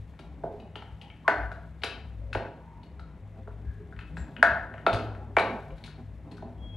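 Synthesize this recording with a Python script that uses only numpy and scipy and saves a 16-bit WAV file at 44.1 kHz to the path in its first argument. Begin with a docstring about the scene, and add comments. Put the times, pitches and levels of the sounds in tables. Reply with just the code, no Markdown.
"""A hard-walled kitchen with a stone counter, heard through two microphone ports set close together.
A wooden masher crushes tomatoes in a steel bowl: each contact rings the damped modes briefly, with a
crack of noise and a spatter of juice, and the room echoes them. Pulp squelches as filtered grains; drags
of the masher and one pitched spatter are narrow noise. Under it lie room air and a low hum of three
wavering tones in room resonances, where handling thumps sound too; a thin whistle starts at the end."""
import sys
import numpy as np
from scipy import signal
from scipy.fft import rfft, irfft, next_fast_len
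from scipy.io import wavfile

SR = 44100
rng = np.random.default_rng(int(sys.argv[2]) if len(sys.argv) > 2 else 0)


def unload_audio(sound):
    """Save the sound as a 16-bit wav file, at the path given as the first command line argument."""
    columns = np.transpose(np.atleast_2d(sound))
    # keep every value between -1 and 1, then stretch to whole-number steps
    steps = np.round(np.clip(columns, -1, 1) * 32767)
    wavfile.write(sys.argv[1], SR, steps.astype(np.int16))


N = 298283   # samples


def amp(db):
    """Decibels to gain."""
    return 10 ** (np.asarray(db) / 20)


def rms_one(x):
    """Scale to unit rms."""
    return x / np.sqrt(np.mean(x ** 2) + 1e-20)


def in_time(rows):
    """Columns of a curve table, joined by straight lines, one value a sample."""
    s, *columns = np.transpose(rows)
    return [np.interp(np.arange(N) / SR, s, column) for column in columns]


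def at_hz(points, hz):
    """Read a spectrum table on a log-frequency axis."""
    point_hz, values = np.array(points)[:, 0], np.array(points)[:, 1]
    return np.interp(np.log(np.maximum(hz, 1)), np.log(point_hz), values)


def coloured(x, spectrum):
    """Impose a spectrum on a signal."""
    size = next_fast_len(len(x))
    gain = amp(at_hz(spectrum, np.fft.rfftfreq(size, 1 / SR)))
    return irfft(rfft(x, size) * gain, size)[:len(x)]


def drift(rate_hz):
    """Slow chance with unit rms: noise through two equal low-pass poles, made at every 40th sample."""
    pole = np.exp(-2 * np.pi * rate_hz * 40 / SR)
    noise = rng.standard_normal(N // 40 + 2002)
    slow = signal.lfilter([1], [1, -2 * pole, pole * pole], noise)[2000:]   # drop the filter's start
    return np.interp(np.arange(N) / 40, np.arange(len(slow)), rms_one(slow))


def ring(force, hz, t60):
    """One resonant mode: a unit click sets off a decaying sine of starting height 1."""
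    radius, angle = amp(-60 / (t60 * SR)), 2 * np.pi * hz / SR
    return signal.lfilter([0, np.sin(angle)], [1, -2 * radius * np.cos(angle), radius ** 2], force + 1e-18)


def burst_at_contacts(level_db, decay_s):
    """An envelope that jumps up at every contact and dies away exponentially."""
    strength = np.zeros(N)
    strength[(np.array(CONTACTS)[:, 0] * SR).astype(int)] = amp(level_db)
    return signal.lfilter([1], [1, -np.exp(-1 / (decay_s * SR))], strength + 1e-18)


# Air of the room. Each row: frequency in Hz, relative density in dB per Hz.
AIR_SPECTRUM = [(20, -45), (35, -2), (54, -9.5), (80, 0), (125, -3), (176, -4.5), (328, -16.5), (689, -23),
                (1190, -28), (2120, -29.5), (3050, -40), (4500, -51), (8000, -53), (14000, -62)]
AIR_DB = -52.5


def room_air():
    """Steady noise of the room, rumbling low and thin in the treble."""
    return amp(AIR_DB) * rms_one(coloured(rng.standard_normal(N), AIR_SPECTRUM))


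# Echo decay of the hard-walled kitchen. Each row: frequency in Hz, time to fall 60 dB in seconds.
KITCHEN_DECAY = [(150, 0.81), (400, 0.62), (1040, 0.59), (2760, 0.48), (7280, 0.39), (14000, 0.062)]
FIRST_ECHO_S = 0.0037   # silence before the echoes, and then their fade-in time


def kitchen(x):
    """Dense echoes: noise that dies away in each band, mostly octaves, at its own pace."""
    t = np.arange(SR) / SR
    echoes, edges = np.zeros(SR), 100 * 2. ** np.arange(8)
    for low, high in zip(edges, np.append(edges[1:], .45 * SR)):
        octave = signal.butter(2, [low, high], "band", fs=SR, output="sos")
        band = signal.sosfilt(octave, rng.standard_normal(SR))
        echoes += band * amp(-60 * t / at_hz(KITCHEN_DECAY, np.sqrt(low * high)))
    echoes *= np.clip(t / FIRST_ECHO_S - 1, 0, 1)
    return signal.fftconvolve(x, echoes / np.sqrt(np.sum(echoes ** 2)))[:N]


# Course of the hum. 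Each row: time in seconds, level of the low tone in dB, of the middle tone in dB.
HUM_LEVELS = [(0.0, -44, -41.5), (0.11, -52, -66), (0.68, -50.5, -49), (1.26, -62, -60.5),
              (1.39, -38, -46.5), (1.88, -52.5, -57), (2.16, -42.5, -48.5), (2.48, -54.5, -43.5),
              (2.63, -53.5, -72), (2.77, -47.5, -46), (3.16, -48.5, -74), (3.24, -48, -43),
              (4.25, -46, -56.5), (4.33, -59, -56), (4.5, -42.5, -46), (4.89, -53.5, -56.5),
              (4.93, -44, -39.5), (5.82, -52.5, -55), (6.65, -47.5, -47.5), (6.76, -51.5, -40)]
# Low thumps of handling, sounding in the same three resonances.
# Each row: peak time in seconds, level in the low, middle and high resonance in dB.
LOW_THUMPS = [(0.45, -57, -62, -44), (0.94, -42.5, -55.5, -71), (2.371, -38.5, -37.5, -53),
              (3.03, -44, -70, -85), (3.69, -31, -54, -51), (3.99, -41, -57, -55.5),
              (4.12, -51.5, -64, -49), (4.22, -34, -48, -65), (4.52, -39, -50, -54),
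              (4.95, -37.5, -30, -43), (5.74, -40, -66, -60)]
HUM_HZ, HUM_WANDER_HZ, WANDER_RATE_HZ = (60.6, 102.8, 158.3), (6, 3, 8), 9
HUM_HIGH_DB, WAVER_DB, WAVER_RATE_HZ = -57.5, 3, 3.7
THUMP_S = 0.017   # from the peak of a thump to 1/e


def hum_and_thumps():
    """Low tones wander about the room resonances: a wavering hum, and thumps of handling on the same tones."""
    tones = []
    for hz, wander_hz in zip(HUM_HZ, HUM_WANDER_HZ):
        pitch_hz = hz + wander_hz * drift(WANDER_RATE_HZ)
        tones.append(np.sin(2 * np.pi * np.cumsum(pitch_hz) / SR))
    s, *thump_db = np.transpose(LOW_THUMPS)
    bumps = np.exp(-((np.arange(N) / SR - s[:, None]) / THUMP_S) ** 2)
    thumps = amp(thump_db) @ bumps
    courses_db = (*in_time(HUM_LEVELS), HUM_HIGH_DB)
    hum = [amp(db + WAVER_DB * drift(WAVER_RATE_HZ)) for db in courses_db]
    # root two makes the levels those of rms
    return np.sqrt(2) * sum((a + b) * tone for a, b, tone in zip(hum, thumps, tones))


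WHISTLE_AT_S, WHISTLE_SWELL_S = 6.55, 0.11
WHISTLE_HZ, WHISTLE_DB, FLUTTER_DB, FLUTTER_RATE_HZ = 3290, -57, 2.5, 53


def whistle():
    """A thin sine of fixed pitch and fluttering level that swells in and holds."""
    t = np.arange(N) / SR
    swell = np.clip((t - WHISTLE_AT_S) / WHISTLE_SWELL_S, 0, 1) ** 2
    level = np.sqrt(2) * amp(WHISTLE_DB + FLUTTER_DB * drift(FLUTTER_RATE_HZ))
    return swell * level * np.sin(2 * np.pi * WHISTLE_HZ * t)


OOZE_PEAK_S = 0.084   # from a thud to the peak of its ooze


def ooze():
    """Pulp oozes back after each thud: a swell that peaks at the thud's strength and fades."""
    contacts = np.array(CONTACTS)
    late = np.maximum(np.arange(N) / SR - contacts[:, :1], 0) / OOZE_PEAK_S
    return amp(contacts[:, 1]) @ (late * np.exp(1 - late)) ** 2


# Pulp worked round the bowl. Each row: time in seconds, squelch level in dB, wet hiss level in dB.
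SQUELCH_LEVELS = [(0, -59.5, -74), (.52, -52.5, -82.5), (.83, -65, -74), (1.1, -63, -77.5),
                  (1.9, -62, -77.5), (2.9, -57.5, -83), (3.26, -56.5, -80.5), (3.99, -53, -77),
                  (4.27, -50, -73), (4.7, -47.5, -76.5), (5.3, -53, -79), (5.7, -57.5, -71.5),
                  (6.06, -54, -77), (6.5, -52.5, -79.5), (6.76, -51, -78)]
# Colour of the squelch. Each row: frequency in Hz, relative gain in dB.
PULP_SPECTRUM = [(120, -18.5), (200, 0), (400, -7), (680, -8), (940, -9), (1340, -26), (3050, -40),
                 (6000, -52), (14000, -60)]
# Colour of the juice hiss. Each row: frequency in Hz, relative gain in dB.
HISS_SPECTRUM = [(2000, -9.5), (3500, -1), (5000, -11.5), (8000, -15.5), (14000, -19.5)]
OOZE_DB, OOZE_HISS_DB = -38, -67.5   # relative to the thud


def squelch():
    """Uneven wet grains that also stir the bowl modes, with a finer hiss of juice above."""
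    squelch_db, hiss_db = in_time(SQUELCH_LEVELS)
    grains = rng.standard_normal(N) * amp(3.0 * drift(25.0) + 3.5 * drift(8.0))
    stirred = np.zeros(N)
    for hz, mode_db, t60 in BOWL_MODES:
        # the modes ring four times longer here than under a contact
        stirred += amp(mode_db + 7.0 * drift(6.0)) * ring(grains, hz, t60 * 4.0)
    mixed = grains + .5 * rms_one(stirred)
    juice = rng.standard_normal(N) * amp(2.5 * drift(40.0))
    back = ooze()
    pulp_level = amp(squelch_db) + amp(OOZE_DB) * back
    juice_level = amp(hiss_db) + amp(OOZE_HISS_DB) * back
    return (pulp_level * rms_one(coloured(mixed, PULP_SPECTRUM))
            + juice_level * rms_one(coloured(juice, HISS_SPECTRUM)))


# Narrow noises: the masher drags and the bowl sings; the 7500 Hz one is a pitched spatter of juice.
# Each row: start in seconds, length in seconds, pitch in Hz, resonance width in Hz, level in dB.
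NARROW_NOISES = [(0.995, 0.12, 833, 25, -56.5), (1.245, 0.053, 1070, 40, -46), (2.195, 0.26, 557, 30, -56),
                 (2.56, 0.3, 925, 39, -58.5), (3.627, 0.16, 1660, 59, -65), (4.1, 0.14, 163, 25.45, -45),
                 (4.16, 0.073, 7500, 202, -65.5), (4.267, 0.086, 680, 30.46, -61),
                 (5.802, 0.059, 863, 40, -56.5)]


def narrow_noises():
    """Noise of friction, or of juice at 7500 Hz, held in one narrow resonance that swells and fades."""
    t, noise, out = np.arange(N) / SR, rng.standard_normal(N), np.zeros(N)
    for s, length, hz, width_hz, level_db in NARROW_NOISES:
        swell = np.sin(np.pi * np.clip((t - s) / length, 0, 1)) ** .5
        t60 = np.log(1000) / (np.pi * width_hz)
        out += amp(level_db) * swell * rms_one(ring(noise, hz, t60))
    return out


# Colour of the spattering juice. Each row: frequency in Hz, relative gain in dB.
SPATTER_SPECTRUM = [(4000, 3.5), (5500, -6), (7500, -11), (10000, -10.5), (14000, -30)]
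SPATTER_RISE_S, SPATTER_DECAY_S = 0.0053, 0.0052


def spatter():
    """Juice squirts out at each contact: a short, bright, grainy burst."""
    dying = burst_at_contacts(np.array(CONTACTS)[:, 4] + 3, SPATTER_DECAY_S)
    rise = np.exp(-1 / (SPATTER_RISE_S * SR))
    grains = rng.standard_normal(N) * amp(3.0 * drift(200.0))
    return signal.lfilter([1 - rise], [1, -rise], dying) * rms_one(coloured(grains, SPATTER_SPECTRUM))


CRACK_DB, CRACK_DECAY_S, CRACK_BAND_HZ = -34, 0.0011, (3500, 9000)   # level relative to the knock


def crack():
    """Wood on steel: a very short bright snap at the first touch, following the knock."""
    dying = burst_at_contacts(np.array(CONTACTS)[:, 2] + CRACK_DB, CRACK_DECAY_S)
    band = signal.butter(2, CRACK_BAND_HZ, "band", fs=SR, output="sos")
    return signal.sosfilt(band, dying * rng.standard_normal(N))


# Masher contacts. Each row: start in seconds, relative levels of thud, knock, clink and spatter in dB,
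# then the two pitches in Hz that the landing spot favours.
CONTACTS = [(0.137, -67, -44.5, -63, -89, 2000, 2330), (0.1905, -37, -43, -49, -51.5, 1360, 2400),
            (0.4358, -16.5, -35.5, -72, -62.5, 590, 1090), (0.5995, -47, -57, -52, -62, 2000, 2640),
            (0.7558, -34, -31.5, -39, -51.5, 1390, 3020), (0.822, -40.5, -35, -46.5, -66, 850, 1360),
            (1.0137, -53.5, -51, -43.5, -53, 2150, 2860), (1.1007, -60, -41, -44.5, -81, 2180, 3010),
            (1.279, -9.5, -0.5, -28.5, -39.5, 655, 1860), (1.516, -37.5, -32.5, -57, -54.5, 664, 1480),
            (1.819, -43, -45.5, -44, -51, 730, 2330), (1.8348, -23.5, -24, -23.5, -28.5, 770, 1560),
            (2.3296, -52, -26.5, -38, -40.5, 1500, 2580), (2.3492, -14, -19, -32, -47, 603, 1500),
            (2.8319, -47, -63, -52.5, -61, 1420, 4220), (2.9947, -43.5, -38.5, -57, -56, 1322, 4450),
            (3.475, -33.5, -37.5, -89, -67, 640, 1247), (3.925, -59.5, -37.5, -77.5, -68, 684, 1610),
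            (3.9636, -56.5, -41, -54, -74.5, 1700, 3230), (3.9902, -51.5, -25.5, -44, -59.5, 1990, 2596),
            (4.0103, -51, -42.5, -51.5, -63.5, 2180, 2960), (4.1691, -36, -30.5, -49.5, -49, 1610, 2640),
            (4.365, -52.5, -32, -39, -69.5, 1625, 2775), (4.4275, -11, 1, -27.5, -32, 699, 1577),
            (4.7392, -37.5, -28, -46, -85, 685, 2060), (4.78, -61, -29.5, -51, -92, 1660, 2800),
            (4.8649, -5.5, -8.5, -25.5, -38, 1346, 3580), (4.9294, -21, -50, -31, -34.5, 625, 2700),
            (4.9441, -40, -24, -35, -43.5, 1440, 4850), (5.1494, -58, -32, -61, -64.5, 1120, 2590),
            (5.3672, -5, -3, -23, -49, 720, 2300), (5.3844, -31, -11.5, -25, -37, 677, 1191),
            (5.395, -21, -30, -39, -42, 2490, 3850), (5.7037, -48.5, -47, -51.5, -86, 850, 2270),
            (5.779, -61.5, -46, -66.5, -61, 1645, 3760), (5.8389, -59, -51, -43.5, -45, 2300, 4100),
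            (5.8577, -62.5, -60, -61, -44, 1510, 3610), (5.878, -52, -38.5, -65, -66, 1540, 3430),
            (6.3134, -62.5, -59, -60.5, -53, 1294, 4200), (6.3686, -65, -56, -77, -53, 1470, 4250),
            (6.3809, -56, -41.5, -73, -78, 1440, 2950), (6.4226, -28, -42, -68, -66, 760, 1020)]
# The bowl, damped by hand and pulp.
# Each row: mode frequency in Hz, relative level in dB, time to fall 60 dB in seconds after a contact.
BOWL_MODES = [(244.2, -5, 0.065), (312, -2, 0.044), (415.6, 1.5, 0.044), (530.3, -4, 0.056),
              (672.2, -2, 0.045), (791.5, -7, 0.055), (845, -3.5, 0.04), (1039, -11, 0.041),
              (1183, 1.5, 0.013), (1360, 1.5, 0.015), (1500, 0, 0.015), (1610, 0, 0.011), (1775, -3, 0.024),
              (1907, -1.5, 0.0075), (2294, 1.5, .018), (2590, 2, 0.025), (2890, 2.5, 0.019),
              (3018, -1, 0.015), (3650, -4, 0.018), (3868, 4, 0.016), (4250, 1.5, 0.017),
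              (4750, -5.5, 0.022)]
# centres of the five mode groups, Hz: push, thud, knock, clink, tick
GROUP_HZ = (244, 680, 1502, 2800, 4200)
# the push follows the thud in part, less where the knock outweighs it
PUSH_DB, PUSH_FOLLOWS, PUSH_LOSS = -16.5, 0.64, 1.2
TICK_DB, TICK_WETNESS = 1, .55   # the tick lies between clink and spatter
FAVOUR_DB, FAVOUR_OCTAVES, STRIKE_SPREAD_DB = 9, 0.093, 1.56
SLIDE_S, HARD_DB = .006, -30   # contacts weaker than a hard blow slide on in several touches
CONTACT_OCTAVES = 0.48   # a soft wet contact drives each mode only near its pitch


def bowl():
    """Every contact strikes all modes; where it lands weights the groups and favours two pitches."""
    s, thud_db, knock_db, clink_db, spatter_db, *favoured_hz = np.transpose(CONTACTS)
    push_db = PUSH_DB + PUSH_FOLLOWS * thud_db - PUSH_LOSS * np.clip(knock_db - thud_db, 0, 12)
    tick_db = TICK_DB + clink_db + TICK_WETNESS * (spatter_db - clink_db)
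    contact_groups_db = list(zip(push_db, thud_db, knock_db, clink_db, tick_db))

    # one first touch and three later ones, which only softer contacts sound
    softness = np.clip((HARD_DB - np.maximum(knock_db, clink_db)) / 20, 0, 1)[:, None]
    later = np.sort(rng.random((len(s), 4)), axis=1) * [0, 1, 1, 1] * SLIDE_S * softness
    touch_at = ((s[:, None] + later) * SR).astype(int)
    share = np.where(np.arange(4) == 0, 1, 0.51 * softness)
    share = share / np.linalg.norm(share, axis=1, keepdims=True)

    chance = rng.standard_normal((len(s), len(BOWL_MODES)))
    out = np.zeros(N)
    for k, (hz, mode_db, t60) in enumerate(BOWL_MODES):
        group_db = np.array([at_hz(list(zip(GROUP_HZ, levels)), hz) for levels in contact_groups_db])
        near = sum(np.exp(-(np.log2(hz / f) / FAVOUR_OCTAVES) ** 2) for f in favoured_hz)
        strike_db = group_db + mode_db + FAVOUR_DB * near + STRIKE_SPREAD_DB * chance[:, k] - 5
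        force = np.zeros(N)
        np.add.at(force, touch_at, amp(strike_db)[:, None] * share)
        band_hz = hz * 2 ** (np.array([-1, 1]) * CONTACT_OCTAVES / 2)
        contact = signal.butter(2, band_hz, "band", fs=SR, output="sos")
        out += signal.sosfilt(contact, ring(force, hz, t60))
    return out


# Diffuse sound own to each port. Each row: frequency in Hz, gain in dB.
UNSHARED_GAIN = [(30, -19.5), (1000, -23), (4000, -7.5), (12000, -2.5)]
KITCHEN_DB = -5   # echoes relative to the direct sound


def scene():
    """What both ports share, plus a little diffuse sound of their own."""
    struck = bowl() + crack() + spatter() + narrow_noises()
    steady = squelch() + hum_and_thumps() + whistle()
    # the bowl shifts between contacts, so its echoes take one of four paths
    path = np.searchsorted(np.array(CONTACTS)[:, 0], np.arange(N) / SR) % 4
    shared_echo = sum(kitchen(struck * (path == k)) for k in range(4))
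    air = [room_air() for _ in range(3)]
    echoes = (shared_echo, kitchen(struck), kitchen(struck))
    shared, *own_to_port = [amp(KITCHEN_DB) * echo + a for echo, a in zip(echoes, air)]
    # squelch, hum, thumps and whistle come without echoes
    return np.array([struck + steady + shared + coloured(own, UNSHARED_GAIN) for own in own_to_port])


# Balance of the ports. Each row: frequency in Hz, left minus right in dB.
LEFT_OVER_RIGHT = [(60, 4.5), (91, 2.5), (140, 3), (210, 0), (490, -2), (1130, 0), (1710, 5.5), (2600, 5.5),
                   (4500, 7), (8000, 6.5), (13000, 2.5)]
# Phase between the ports. Each row: frequency in Hz, lead of the left in radians.
LEFT_PHASE_LEAD = [(30, 0), (260, -.2), (600, 0.23), (1460, 0.67), (2760, -0.44), (6000, 0.1),
                   (12000, 0.99)]
CUTOFF_HZ = 14800   # from here up at least 50 dB down


def record(dry):
    """Two close ports differ in level and phase by frequency; peaks overload, the top is cut."""
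    size = next_fast_len(N + 4096)
    # mirrored ends keep the filter from wrapping round
    margins = ((0, 0), (2048, size - N - 2048))
    padded = np.pad(dry, margins, mode="reflect", reflect_type="odd")
    hz = np.fft.rfftfreq(size, 1 / SR)
    # half of each difference goes to either port
    half = amp(at_hz(LEFT_OVER_RIGHT, hz) / 2) * np.exp(.5j * at_hz(LEFT_PHASE_LEAD, hz))
    ports = irfft(rfft(padded) * np.array([half, 1 / half]), size)[:, 2048:2048 + N]
    top_cut = signal.cheby2(12, 50, CUTOFF_HZ, fs=SR, output="sos")
    return signal.sosfilt(top_cut, np.clip(ports, -1, 1))


dry = scene()
out = record(dry)
unload_audio(out)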